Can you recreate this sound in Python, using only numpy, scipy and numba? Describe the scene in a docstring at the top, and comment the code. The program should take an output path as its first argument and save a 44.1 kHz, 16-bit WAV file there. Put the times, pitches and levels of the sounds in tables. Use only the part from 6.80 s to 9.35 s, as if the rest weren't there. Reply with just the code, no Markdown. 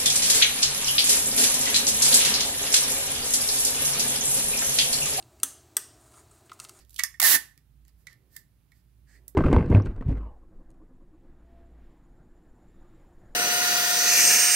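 """Fingers brush a plastic dispenser and pick at crinkling sticky tape, close to a stereo microphone
in a small room with a low hum. The dispenser clicks, and its hardest snap pings the cutter. The tape
jerks loose and rips off the roll in one quick pull: a stream of tiny adhesive snaps that sizzles and
makes the dispenser's shell sing. Afterwards fingers brush, tap and scrape the plastic.
The work top and the room scatter a little of the sound back."""
import sys
import numpy as np
from scipy import signal
from scipy.fft import rfft, irfft, next_fast_len
from scipy.io import wavfile
from scipy.ndimage import map_coordinates
from numba import njit

SR = 44100
rng = np.random.default_rng(int(sys.argv[2]) if len(sys.argv) > 2 else 0)


def to_wav(s):
    """Save 16-bit WAV."""
    ch = np.atleast_2d(s).T  # columns
    pcm = np.round(np.clip(ch, -1, 1) * 32767)  # PCM
    wavfile.write(sys.argv[1], SR, pcm.astype(np.int16))


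N = 112454
TIME = np.arange(N) / SR
TAP_TIME = np.arange(SR // 5) / SR  # time within one click
TOP_HZ = 15780  # upper band limit

# Room rumble and microphone hiss. Each row: frequency in Hz, relative level in dB.
FLOOR_COLOUR = [(20, -33.5), (38, -12), (58, 2.5), (80, -8.5), (115, -2), (160, -8.5), (210, -17.5),
                (310, -21), (480, -32), (2500, -36.5), (8000, -41.5), (13000, -35.5)]
# The room's hum. Each row: time in seconds, level in dB.
HUM_LEVELS = [(0.06, -57), (0.91, -62), (0.98, -53), (1.65, -84), (2.01, -69), (2.06, -57.5)]
# Hands shifting. Each row: middle and half length in seconds, level in dB, centre in Hz.
HAND_SHIFTS = [(0, 0.052, -68.5, 286), (0.776, 0.011, -69.5, 191), (1.442, 0.274, -75.5, 306),
               (2.44, 0.13, -70, 273)]
# Finger strokes. Each row: middle and half length in seconds, hiss in dB, treble tilt in dB per
# octave, shell ring in dB.
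BRUSHES = [(.01, 0.023, -59.5, -4.5, -67.5), (0.168, 0.07, -59.5, 1, -96), (1.086, 0.013, -64.5, -6, -83),
           (1.21, .035, -69, 2.5, -87), (1.309, 0.031, -61, -7, -61), (1.569, 0.046, -56, 1, -66.5),
           (1.971, .04, -70.5, -2.5, -80)]
# Skin sliding on plastic. Each row: frequency in Hz, relative level in dB.
SKIN_COLOUR = [(300, -57), (1200, -10), (3600, -11), (4600, -1), (6200, -4.5), (7900, -2.5), (9500, -9),
               (13000, 2), (15800, -2.5)]
# The dispenser's shell. Each row: mode frequency in Hz, relative level in dB, t60 in seconds.
SHELL_MODES = [(1360, -19.5, .02), (1464, -19, 0.023), (1802, -2, 0.076), (1922, -5.5, .05),
               (2074, -5, 0.045), (2197, -13, 0.019), (3400, -19, 0.049)]
# Picks at the tape's end. Each row: start and length in seconds, level in dB, treble tilt in dB per octave.
CRINKLES = [(.0495, 0.0015, -55.5, -1.5), (0.095, 0.0025, -51, 3), (0.1064, 0.002, -49, 4.5),
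            (0.11, 0.0013, -54, 5.5), (0.13, 0.0023, -54.5, -1.5), (0.1435, 0.0027, -44, 2),
            (.162, 0.0048, -38.5, -2), (0.1805, 0.0064, -42, -2), (.187, 0.0023, -35, -1)]
# One crinkle. Each row: frequency in Hz, relative level in dB.
CRINKLE_COLOUR = [(300, -38.5), (1900, -23.5), (3000, -1.5), (8000, -0.5), (9200, -2), (12000, 1),
                  (15800, -3.5)]
# Clicks of the plastic. Each row: start and length in seconds, crack in dB, treble tilt in dB per
# octave, relative ring in dB, shell pitch under the grip as a ratio.
CLICKS = [ (.191, .003, -28, -1, -25, 1.07), (0.1946, .003, -21, -3.5, -29, 1.07),
          (0.199, .004, -35.5, -11, -35.5, 1.24), (0.2359, .0035, -15.5, 1, -26.5, 1),
          (0.3418, 0.008, -60.5, 1, -45, 1.02), (0.7768, 0.002, -49.5, 0.5, -66.5, 1.02),
          (1.051, 0.0021, -59, -2.5, -73, 1.03), (1.0809, 0.0014, -52, 6, -76, 1.03),
          (1.2693, 0.0045, -44.5, -4.5, -39, 1.09), (1.33, 0.0012, -50.5, 0, -65, 1.1),
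          (1.5642, 0.0047, -36.5, 4.5, -43, 0.99), (1.919, 0.0035, -59.5, -4, -57, 1.06),
          (2.48, 0.0033, -37, 9, -68, 1.09)]
# The crack of a click. Each row: frequency in Hz, relative level in dB.
CRACK_COLOUR = [(100, -39), (500, -31.5), (1200, -7.5), (2700, -4.5), (5000, 1), (8000, 2.5), (9200, -5),
                (12000, 2), (15800, -3)]
# The dispenser's cutter. Each row: mode frequency in Hz, level in dB, t60 in seconds.
CUTTER_MODES = [(7850, -35, 0.055), (8300, -30, 0.04)]
# The tape jerking loose. Each row: start and length in seconds, level in dB.
JERKS = [(0.3992, 0.004, -15.5), (0.4157, 0.0037, -16.5), (0.4245, .003, -16.5), (0.428, 0.003, -15)]
# The pull. Each row: time in seconds, then relative levels in dB of peel, shell ring and strip flutter.
PULL_LEVELS = [(0.436, -20.5, -24, -53), (0.462, -18.5, -24.5, -49), (0.486, -19.5, -25.5, -52.5),
               (0.499, -19, -42, -51), (0.522, -18.5, -25, -53), (0.538, -21.5, -31, -42),
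               (0.55, -17.5, -22, -42.5), (0.564, -27, -30, -49), (0.572, -30.5, -35.5, -54.5)]
# The peeling film. Each row: frequency in Hz, relative level in dB.
FILM_COLOUR = [(100, -31.5), (480, -26), (750, -16), (1400, -11.5), (2600, -6.5), (5800, -2.5), (8300, -2),
               (9300, -5.5), (11600, 0.5), (15800, -1)]
# The shell's note during the pull. Each row: time in seconds, pitch in Hz.
SING_PITCH = [(.49, 1790), (.506, 1920), (.526, 1890), (.543, 1797)]
# One slip of the peel line. Each row: frequency in Hz, relative level in dB.
SLIP_COLOUR = [(500, -48), (8800, -10), (11800, -0.5), (13300, -0.5), (15800, -6.5)]
# A dragging fingertip. Each row: frequency in Hz, relative level in dB.
CHAFE_COLOUR = [(3900, -12), (4450, -1.5), (5800, -6), (8100, -2), (9300, -12), (15800, -11)]
# The small room's decay. Each row: frequency in Hz, t60 in seconds.
ROOM_DECAY = [(200, .29), (2000, .31), (5500, .28), (14600, .25)]
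# Reflections off room and work top. Each row: frequency in Hz, relative level in dB.
ECHO_COLOUR = [(200, -0.5), (2000, -1), (6000, -4.5), (12000, -4), (16000, -9.5)]
# The left microphone, facing away. Each row: frequency in Hz, level against the right in dB.
LEFT_SHADE = [(60, -6), (1000, -8.5), (4200, -6.5), (5800, -14.5), (7200, -18), (7800, -12), (8500, -3.5),
              (9700, -0.5), (11500, -5.5), (15500, -10.5)]
# How alike the two microphones hear. Each row: frequency in Hz, likeness from 0 to 1.
LIKENESS = [(60, 0.89), (700, 0.77), (2200, 0.39), (4400, .4), (9000, 0.2), (15000, .3)]


def amp(db):
    """Decibels to gain."""
    return 10 ** (np.asarray(db) / 20)


def unit(x):
    """Scale to rms 1."""
    return x / np.sqrt(np.mean(x ** 2) + 1e-20)


def along(points, hz):
    """Read (Hz, value) points on a log frequency axis."""
    freqs, values = np.transpose(points)
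    return np.interp(np.log(hz + 1), np.log(freqs + 1), values)


def curves(rows):
    """One value per sample for each column after the time."""
    times, *columns = np.transpose(rows)
    return [np.interp(TIME, times, column) for column in columns]


def gate(start, end, rise, release):
    """A linear rise, a hold and an exponential release, all in seconds."""
    return np.clip((TIME - start) / rise, 0, 1) * np.exp(-np.maximum(TIME - end, 0) / release)


def filtered(x, response):
    """x through a frequency response."""
    size = next_fast_len(N + SR // 2)
    return irfft(rfft(x, size) * response(np.fft.rfftfreq(size, 1 / SR)), size)[..., :N]


def low_cut(x, hz, order):
    """x without the bass below hz."""
    return signal.sosfilt(signal.butter(order, hz, "highpass", fs=SR, output="sos"), x)


def convolved(x, response):
    """Each channel of x through an impulse response."""
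    return signal.fftconvolve(x, np.atleast_2d(response), axes=1)[:, :N]


def colour(points, tilt_db=0, size=2048):
    """Causal impulse response of energy about 1 with this spectrum, tilted per octave above 3 kHz."""
    hz = np.fft.rfftfreq(size, 1 / SR)
    level_db = along(points, hz) + tilt_db * np.log2(np.clip(hz, 3000, TOP_HZ) / TOP_HZ)
    cepstrum = irfft(np.log(amp(level_db)))
    gain = np.exp(rfft(2 * cepstrum[:size // 2], size) - cepstrum[0])  # minimum phase
    return irfft(gain / np.sqrt(np.mean(np.abs(gain) ** 2 * (hz < TOP_HZ))))


@njit
def resonate(x, step, width):
    """Band-pass and high-pass outputs of a moving resonance; step is its centre in radians per sample."""
    out, low, band = np.zeros((2, len(x))), 0.0, 0.0
    for i in range(len(x)):
        low += step[i] * band
        high = x[i] - low - width * band
        band += step[i] * high
        out[0, i], out[1, i] = band * width, high
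    return out


def gliding(x, hz, width, highpass=False):
    """White excitation twice through a resonance that can move, at rms 1; width is 1 / Q."""
    step = 2 * np.pi * np.clip(hz, 40, 3000) / SR * np.ones(N)
    once = lambda v: resonate(v, step, width)[int(highpass)]
    return unit(once(once(x if highpass else x / np.sqrt(step))))


def room_tone(floor_db=-60.5, hum_hz=57):
    """Room rumble, microphone hiss and a low hum that swells and fades."""
    hum_db, = curves(HUM_LEVELS)
    hum = amp(hum_db) * np.sqrt(2) * np.sin(2 * np.pi * (hum_hz * TIME + rng.random()))
    noise = unit(filtered(rng.standard_normal((2, N)), lambda hz: amp(along(FLOOR_COLOUR, hz))))
    return amp(floor_db) * noise + np.array([hum, np.zeros(N)])


def hand_shifts():
    """Hands and sleeve move near the microphone with a dull, soft rustle."""
    rustle = np.zeros(N)
    for middle, half, db, hz in HAND_SHIFTS:
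        swell = np.exp(-((TIME - middle) / half) ** 2)
        rustle += amp(db) * swell * gliding(rng.standard_normal(N), hz, width=1.13)
    return rustle


def snaps(per_s=1300, jitter=.35, spread_db=-4.5, fizz_db=2.5, clumps_per_s=400, clump_db=.2):
    """Adhesive or skin lets go in uneven snaps, sized apart for each channel, with fine fizz between."""
    count = 8000
    gaps = np.exp(jitter * rng.standard_normal(count)) / per_s
    onsets = (np.cumsum(gaps) * SR).astype(int)
    sizes = amp(spread_db * np.clip(rng.standard_normal((2, count)), -2, 1.5))
    sizes *= rng.choice([-1, 1], (2, count))
    train = np.array([np.bincount(onsets, row, N)[:N] for row in sizes])
    clumps = map_coordinates(rng.standard_normal(count), [TIME * clumps_per_s])
    fizz = amp(fizz_db) * rng.standard_normal((2, N))
    return unit(amp(clump_db * clumps) * (unit(train) + fizz))


def shell(pitch=1):
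    """The dispenser's ring after one tap, energy 1; the small shell radiates no bass."""
    ring = sum((-1) ** k * amp(db - 60 * TAP_TIME / t60) * np.sin(2 * np.pi * hz * pitch * TAP_TIME)
               for k, (hz, db, t60) in enumerate(SHELL_MODES))
    ring = low_cut(ring, hz=1090, order=2)
    return ring / np.linalg.norm(ring)


def finger_brushes():
    """Skin sliding on plastic hisses and rings the shell softly."""
    hiss, drive = np.zeros((2, N)), np.zeros(N)
    for middle, half, hiss_db, tilt_db, ring_db in BRUSHES:
        stroke = np.exp(-((TIME - middle) / half) ** 2)
        friction = rng.standard_normal((2, N)) * stroke * amp(hiss_db)
        hiss += convolved(friction, colour(SKIN_COLOUR, tilt_db))
        drive += stroke * amp(ring_db)
    return hiss + convolved(snaps() * drive, shell())


def crack(length, level_db, points, tilt_db, grain_db=6):
    """A brief cluster of fractures of very uneven size, as it reaches the two microphones."""
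    size = len(TAP_TIME)
    fade = np.exp(-(TAP_TIME / length) ** 2)
    burst = rng.standard_normal((2, size)) * amp(grain_db * rng.standard_normal(size)) * fade
    burst *= np.linalg.norm(fade) / np.linalg.norm(burst, axis=1, keepdims=True)
    return amp(level_db) * np.sqrt(2) * convolved(burst, colour(points, tilt_db))[:, :size]


def tape_crinkles():
    """The tape's end crinkles thinly as it is picked at."""
    out = np.zeros((2, N + SR))
    for start, length, level_db, tilt_db in CRINKLES:
        at = round(start * SR)
        out[:, at:at + len(TAP_TIME)] += crack(length, level_db, CRINKLE_COLOUR, tilt_db)
    return out[:, :N]


def plastic_clicks(ring_gain_db=27, grip_t60_s=.092):
    """Each click is a crack and a ring of the shell, which the gripping fingers damp and retune."""
    out = np.zeros((2, N + SR))
    for start, length, crack_db, tilt_db, ring_db, pitch in CLICKS:
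        damping = amp(ring_db + ring_gain_db - 60 * TAP_TIME / grip_t60_s)
        ring = damping * shell(pitch) * [[1], [.4]]
        at = round(start * SR)
        out[:, at:at + len(TAP_TIME)] += crack(length, crack_db, CRACK_COLOUR, tilt_db) + ring
    return out[:, :N]


def cutter_ping(start_s=.2355):
    """The hardest click sets the cutter ringing, thin and high."""
    age = np.maximum(TIME - start_s, 0)
    return sum(amp(db - 60 * age / t60) * np.sin(2 * np.pi * hz * age) for hz, db, t60 in CUTTER_MODES)


def tape_rip(start_s=.434, end_s=.566, strip_start_hz=1250, growth_per_s=24.5):
    """A few jerks, then the peel runs; its snaps sound through the shell, the free strip and the film."""
    running = gate(start_s, end_s, rise=.0028, release=.006)
    jerks = sum(amp(db) * gate(at, at + length, rise=.0004, release=.0015) for at, length, db in JERKS)
    peel_db, ring_db, flutter_db = curves(PULL_LEVELS)
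    ring_drive = running * amp(ring_db - 1.5) + jerks * amp(-8)
    flutter_drive = running * amp(flutter_db + 2) + jerks * amp(-17)
    film_drive = running * amp(peel_db + 4) + jerks
    note = running * amp(ring_db - 3) * shell_song()
    crackle = snaps()
    ring = convolved(crackle * ring_drive, shell())
    ring[0] += note
    # The free strip's pitch falls as it lengthens.
    loose_s = JERKS[0][0]
    strip_hz = strip_start_hz / (1 + growth_per_s * np.clip(TIME - loose_s, 0, end_s - loose_s))
    flutter = gliding(snaps()[0], strip_hz, width=.63) * flutter_drive
    # The film radiates little below that pitch.
    radiated = np.array([gliding(row, strip_hz, width=.97, highpass=True) for row in crackle])
    film = convolved(radiated * film_drive, colour(FILM_COLOUR))
    sizzle = peel_slips() * running * amp(peel_db + 1)
    return low_cut(film + sizzle + ring + flutter, hz=156, order=4)  # a narrow strip has no deep bass


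def shell_song(waver_hz=22, wavers_per_s=160):
    """The pull makes the shell sing on one narrow, wavering pitch."""
    waver = map_coordinates(rng.standard_normal(N), [TIME * wavers_per_s])
    hz = curves(SING_PITCH)[0] + waver_hz * waver
    return np.sqrt(2) * np.sin(2 * np.pi * np.cumsum(hz) / SR)


def peel_slips(per_s=900, jitter=.3, spread_db=2, decay_s=.00015):
    """The peel line sticks and slips at a nearly even rate; each jump is a tiny, very bright burst."""
    count = 4000
    gaps = np.exp(jitter * rng.standard_normal(count)) / per_s
    onsets = (np.cumsum(gaps) * SR).astype(int)
    sizes = amp(spread_db * np.clip(rng.standard_normal(count), -2, 1))
    train = np.bincount(onsets, sizes, N)[:N]
    bursts = signal.lfilter([1], [1, -np.exp(-1 / (decay_s * SR))], train)
    return unit(convolved(bursts * rng.choice([-1, 1], (2, N)), colour(SLIP_COLOUR)))


def fingertip_scrape(start_s=2.262, end_s=2.402, fade_s=.031, hiss_db=-63.5, band_db=-65.5):
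    """A fingertip drags along the dispenser's edge: a hiss and a narrow, rising chafe that stops short."""
    age = TIME - start_s
    stroke = np.clip(np.minimum(age, end_s - TIME) / fade_s, 0, 1)
    pressure = np.sin(np.pi * np.clip(age / (end_s - start_s), 0, 1))
    hiss = amp(hiss_db) * pressure * convolved(snaps(), colour(CHAFE_COLOUR))
    band = gliding(snaps()[0], hz=1695 + 1800 * age, width=.24)
    return hiss + amp(band_db) * stroke * band


def echo(decay, delay_s):
    """A delayed diffuse tail of energy 1 per channel; decay gives its t60 by frequency."""
    hz, t, spectrum = signal.stft(rng.standard_normal((2, SR // 2)), SR, nperseg=128)
    level_db = along(ECHO_COLOUR, hz)[:, None] - 60 * t / along(decay, hz)[:, None]
    tail = signal.istft(spectrum * amp(level_db), SR, nperseg=128)[1]
    tail /= np.linalg.norm(tail, axis=1, keepdims=True)
    return np.pad(tail, ((0, 0), (round(delay_s * SR), 0)))


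def microphones(pair, left_lag_s=.00003):
    """The right microphone faces the tape and takes row 0; the left blends both rows, shaded and late."""
    def left_response(hz):
        alike = along(LIKENESS, hz)
        blend = np.array([alike, np.sqrt(1 - alike ** 2)])
        return blend * amp(along(LEFT_SHADE, hz)) * np.exp(-2j * np.pi * hz * left_lag_s)
    return np.array([filtered(pair, left_response).sum(axis=0), pair[0]])


def scene(work_top_db=-9.5, work_top_t60_s=.093, room_db=-16):
    """Tape and dispenser close to the microphones, above a work top in a small room."""
    direct = tape_rip() + tape_crinkles() + plastic_clicks() + cutter_ping()
    direct += finger_brushes() + fingertip_scrape() + hand_shifts()
    work_top = convolved(direct, echo([(1000, work_top_t60_s)], delay_s=.005))
    room = convolved(direct, echo(ROOM_DECAY, delay_s=.008))
    return microphones(direct + amp(work_top_db) * work_top + amp(room_db) * room + room_tone())


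def record(dry, ceiling=.78):
    """The recorder rounds off the highest peaks and keeps nothing above its band limit."""
    rounded = dry / (1 + (dry / ceiling) ** 6) ** (1 / 6)
    return filtered(rounded, lambda hz: np.clip((TOP_HZ - hz) / 200 + .5, 0, 1))


dry = scene()
out = record(dry)
to_wav(out)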